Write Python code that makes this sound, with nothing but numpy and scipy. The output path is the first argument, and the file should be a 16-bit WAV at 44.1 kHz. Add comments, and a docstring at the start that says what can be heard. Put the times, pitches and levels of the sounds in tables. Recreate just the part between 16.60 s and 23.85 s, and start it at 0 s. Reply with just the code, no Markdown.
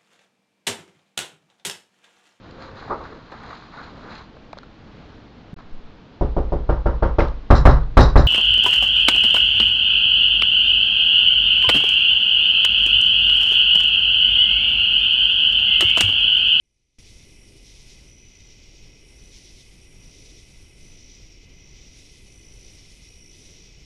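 """Night at a wood's edge: one microphone starts nearly muted, then the level steps up after 0.385 s.
From the start a conehead's dense noise buzz comes and goes in bouts and crickets trade trills of falling tones.
Katydids soon rasp in phrases of tooth-modulated noise, while farther ones swell and sink in regular waves.
Throughout lie narrow noise bands of far tree crickets, a wavering drone in low air noise, and a soft roar."""
import sys
import numpy as np
from scipy import signal
from scipy.fft import rfft, irfft
from scipy.io import wavfile

SR = 44100
rng = np.random.default_rng(int(sys.argv[2]) if len(sys.argv) > 2 else 0)


def bounce(signal):
    """Save signal as a 16-bit WAV file at the path given by the first command-line argument."""
    frames = np.transpose(np.atleast_2d(signal))
    limited = np.clip(frames, -1, 1)
    pcm = np.round(limited * 32767).astype(np.int16)
    wavfile.write(sys.argv[1], SR, pcm)


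N = 319725
TIME = np.arange(N) / SR
BINS = np.fft.rfftfreq(N, 1 / SR)


def amp(db):
    """Level is logarithmic: converts decibels to an amplitude gain."""
    return 10 ** (np.asarray(db) / 20)


def unit(x):
    """Normalization: scales to rms 1."""
    return x / np.sqrt(np.mean(x ** 2) + 1e-20)


def colour(x, points):
    """Linear filtering: shapes a spectrum by rows (Hz, dB), keeping the power of white noise."""
    hz, db = np.transpose(points)
    curve_db = np.interp(np.log(BINS + 1), np.log(hz), db)
    return irfft(rfft(x) * unit(amp(curve_db)), N)


def band(hz, width):
    """Band-limited noise: one bell-shaped band of rms 1; around 0 Hz it is a slow wander."""
    bell = np.exp(-2 * ((BINS - hz) / width) ** 2)
    return unit(irfft(rfft(rng.standard_normal(N)) * bell, N))


def add(mix, s, sound):
    """Superposition: mixes a sound in at time s."""
    part = mix[max(round(s * SR), 0):][:len(sound)]
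    part += sound[:len(part)]


def woods(x, wet_db, t60):
    """Multiple scattering: trunks and leaves return sparse echoes that die by 60 dB in t60 seconds."""
    t = TIME[:SR]
    sparse = rng.random(SR) < .05
    taps = rng.standard_normal(SR) * sparse * amp(-60 * t / t60)
    echo = signal.fftconvolve(x, taps / np.linalg.norm(taps))[:len(x)]
    return (x + amp(wet_db) * echo) / np.hypot(1, amp(wet_db))


def rumble(rumble_db=-49.5, drone_db=-57, swell_db=1.0):
    """Frequency modulation: a deep drone wavers in pitch within slightly lumpy low air noise."""
    # colour of the rumble and its faint hiss: [hz, relative_db]
    air_colour = [(8, -4.5), (20, 1), (33, -2.5), (60, -5), (100, -8.5), (160, -13), (230, -18.5),
                  (400, -26), (750, -33.5), (1200, -38), (3000, -38), (7000, -50.5), (14000, -54)]
    air_level = amp(rumble_db + swell_db * band(0, 7.6))
    air = air_level * colour(rng.standard_normal(N), air_colour)
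    drone_hz = 42.94 + 1.448 * band(0, 2.6)
    turns = np.cumsum(drone_hz) / SR
    drone_level = amp(drone_db + 0.54 * band(0, 6.2))
    return air + drone_level * unit(np.sin(2 * np.pi * turns))


def roar(level_db=-62, sink_db_per_s=0.11, wander_db=1.27):
    """Amplitude modulation: soft, distant noise sinks slowly, with brief swells and lulls."""
    # swells and lulls of the roar: [middle_s, length_s, rise_db], negative for a lull
    swells = [(0.968, 0.16, 5), (3.707, 0.24, 2.5), (5.397, 0.56, -2.5), (6.084, 0.12, 4.5)]
    # colour of the roar: [hz, relative_db]
    roar_colour = [(150, -23), (270, -2.5), (400, -1.5), (520, -10.5), (750, -20.5), (1300, -37),
                   (3000, -56)]
    swells_db = sum(db * np.exp(-(2 * (TIME - middle) / length) ** 2) for middle, length, db in swells)
    course_db = level_db - sink_db_per_s * TIME + swells_db + wander_db * band(0, 2.5)
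    return amp(course_db) * colour(rng.standard_normal(N), roar_colour)


def chorus():
    """Incoherent summation: many far tree crickets blur into narrow bands, with thin whistles above."""
    # bands in which the far tree crickets sing: [pitch_hz, width_hz, level_db]
    far_bands = [(2048, 134, -67.5), (2170, 70, -72.5), (2333, 140, -69), (2534, 166, -65.5),
                 (2936, 63, -73.5), (2960, 410, -67.5), (3395, 140, -75)]
    # thin steady whistles: [pitch_hz, level_db]
    whistles = [(3965, -87), (6453, -86), (9490, -89), (9706, -94)]
    blur = sum(amp(db) * band(hz, width) for hz, width, db in far_bands)
    return blur + sum(amp(db) * band(hz, width=9) for hz, db in whistles)


def conehead(far_db=-83, rise_db_per_s=96, fall_db_per_s=71, waver_db=1.0):
    """Comb filtering: fixed echo paths cut fine lines into a dense buzz that swells, holds and dies away."""
    # bouts at full level, near or far: [start_s, end_s, level_db]
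    bouts = [(-0.2, 1.43, -65), (1.5, 2.6, -77.5), (2.48, 4.28, -66), (4.35, 4.78, -82),
             (5.38, 6.88, -65.5)]
    # colour of the buzz: [hz, relative_db]
    buzz_colour = [(4500, -16), (6500, -3), (8000, 2), (9500, 5), (10500, 2.5), (11500, -2.5),
                   (12200, -17.5), (13800, -31)]
    buzz = unit(woods(colour(rng.standard_normal(N), buzz_colour), wet_db=-5, t60=.2))
    power = amp(far_db) ** 2  # a far buzz never stops
    for start, end, db in bouts:
        before_s = np.maximum(start - TIME, 0)
        after_s = np.maximum(TIME - end, 0)
        short_db = rise_db_per_s * before_s + fall_db_per_s * after_s
        power = power + amp(db - short_db) ** 2
    return amp(waver_db * band(0, 30)) * np.sqrt(power) * buzz


def katydids(near_db=-7, answer_db=-16, grit=0.49, flutter_db=1.5, uneven_db=1.4):
    """Stridulation: tooth strikes modulate wing noise into rasps; farther singers merge into waves."""
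    # phrases of a near katydid: [start_s, rasp_count, rasp_step_s, relative_peak_db]
    phrases = [(0.326, 3, .12, -50), (1.052, 3, 0.11, -47), (1.823, 3, 0.11, -70), (2.719, 3, 0.12, -47.5),
               (3.56, 3, .1, -52), (4.228, 4, 0.12, -52), (5.17, 4, .119, -54), (6.037, 4, .125, -50),
               (6.709, 3, 0.11, -49)]
    # colour of a katydid's wing: [hz, relative_db]
    rasp_colour = [(1500, -26.5), (2000, -6.5), (2700, -5), (3600, 0.5), (4400, -1), (5300, 3), (6200, 1),
                   (7000, -7), (8000, -14), (10000, -29.5), (14000, -30)]
    rasp_s, crest_s = 0.11, 0.0367  # a rasp's length, and its peak after the beat
    wave_s, wave_crest_s = .835, 0.36  # time from wave to wave, and the first crest
    wave_db, lull_db = -56.5, -63.5  # levels at a crest and between waves
    wave_shape = 0.91  # higher gives narrower crests
    force, answer, t = np.zeros(N), np.zeros(N), TIME[:int(rasp_s * SR)]
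    for start, count, step, db in phrases:
        for k in range(round(count)):
            teeth_per_s = rng.uniform(137.4, 210)
            teeth = 1 + grit * np.sin(2 * np.pi * (teeth_per_s * t + rng.random()))
            size = amp(db + near_db + uneven_db * rng.standard_normal())
            rasp = size * np.sin(np.pi * t / rasp_s) * teeth
            add(force, start + k * step + crest_s - rasp_s / 2, rasp)
        # neighbours join in loosely, from a beat before the phrase to a beat after it
        answer_s = (round(count) + 2) * step
        add(answer, start - step, amp(db + answer_db) * np.hanning(int(answer_s * SR)))
    near = woods(force * rng.standard_normal(N), wet_db=-7, t60=.3)
    # the farther katydids answer one another in regular waves
    wave = abs(np.cos(np.pi * (TIME - wave_crest_s) / wave_s)) ** wave_shape
    waves_level = amp(lull_db + (wave_db - lull_db) * wave)
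    far = np.hypot(waves_level, answer) * amp(flutter_db * band(0, 41))
    return colour(near + far * rng.standard_normal(N), rasp_colour)


def crickets(far_db=-68, far_hz=5560, scatter_hz=30, slip_s=0.00046, uneven_db=1.13, tempo_spread=0.014):
    """Stridulation: each wing stroke is a tone that falls as the scraper slows; a trill's pitch arches."""
    # cricket trills: [start_s, end_s, level_db, wing_pitch_hz]
    trills = [(0.017, 0.47, -58.5, 5820), (0.487, 0.897, -62.5, 5650), (0.988, 1.52, -63.5, 5700),
              (1.459, 1.942, -58.5, 5870), (1.884, 2.618, -62, 5600), (2.545, 2.923, -59, 5870),
              (2.698, 3.133, -70, 5640), (3.174, 3.643, -62.5, 5620), (3.382, 3.776, -59, 5830),
              (3.704, 4.198, -63, 5650), (4.189, 4.604, -59, 5900), (4.349, 4.835, -60, 5630),
              (4.896, 5.332, -59.5, 5870), (4.979, 5.554, -62, 5620), (5.646, 6.202, -58, 5880),
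              (5.809, 6.353, -60.5, 5640), (6.395, 6.717, -58.5, 5660), (6.528, 7.097, -60, 5840),
              (6.776, 7.301, -62.5, 5600)]
    strokes_per_s, at_wing_hz = 55, 5600
    strokes_per_wing_hz = .007  # a higher singer also strokes a little faster
    stroke_s, sweep_hz = .012, 560  # a stroke's length and its fall in pitch
    arch_hz, sag_hz = 147, 69.6  # rise and fall, and steady sinking, over a whole trill
    fade_share = 0.081  # share of a trill spent swelling, and again fading
    out, u = np.zeros(N), np.linspace(0, 1, int(stroke_s * SR))
    envelope = np.sin(np.pi * u) ** 2
    for start, end, db, hz in trills:
        trill, chance = np.zeros(SR), rng.standard_normal((64, 4))
        tempo = 1 + tempo_spread * rng.standard_normal()
        rate = (strokes_per_s + strokes_per_wing_hz * (hz - at_wing_hz)) * tempo
        for s, (slip, sharp, strong, phase) in zip(np.arange(0, end - start, 1 / rate), chance):
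            along = s / (end - start)
            effort = np.sqrt(np.clip(min(along, 1 - along) / fade_share, 0, 1))
            arch = arch_hz * (np.sqrt(abs(np.sin(np.pi * along))) - 3 / 4) + sag_hz * (.5 - along)
            pitch = hz + arch + scatter_hz * sharp + sweep_hz * (.5 - u)
            # makes up for the silence between strokes
            size = effort * amp(db + uneven_db * strong) / np.sqrt(rate * stroke_s)
            tone = np.sin(2 * np.pi * (np.cumsum(pitch) / SR + phase))
            add(trill, s + slip_s * slip, size * unit(envelope * tone))
        add(out, start, woods(trill, wet_db=-6, t60=.2))
    # farther crickets of the same kind blur into one band
    return out + amp(far_db) * band(far_hz, width=690)


def scene(spread_db=-81):
    """Superposition: all sources sum at one microphone; only a faint hiss differs between the channels."""
    # colour of the hiss that differs between the channels: [hz, relative_db]
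    hiss_colour = [(100, -42), (500, -9), (1000, 1), (1600, 14.5), (2400, -30), (3800, 24), (5200, -19),
                   (9000, -14), (13000, -6.5)]
    mono = rumble() + roar() + chorus() + conehead() + katydids() + crickets()
    side = amp(spread_db) * colour(rng.standard_normal(N), hiss_colour)
    return np.array([mono + side, mono - side])


def record(dry, muted_db=-24.0, open_s=0.385, edge_hz=13850):
    """Gain and low-pass filtering: the level starts low and steps up at once; then the band limit."""
    muting = np.clip((open_s - TIME) / 0.00014 + 1, 0, 1)  # 1 while muted, 0 once open
    opened = dry * amp(muted_db * muting)
    low_pass = signal.firwin(511, edge_hz, window=("kaiser", 9), fs=SR)
    return signal.oaconvolve(opened, low_pass[None], "same")


dry = scene()
out = record(dry)
bounce(out)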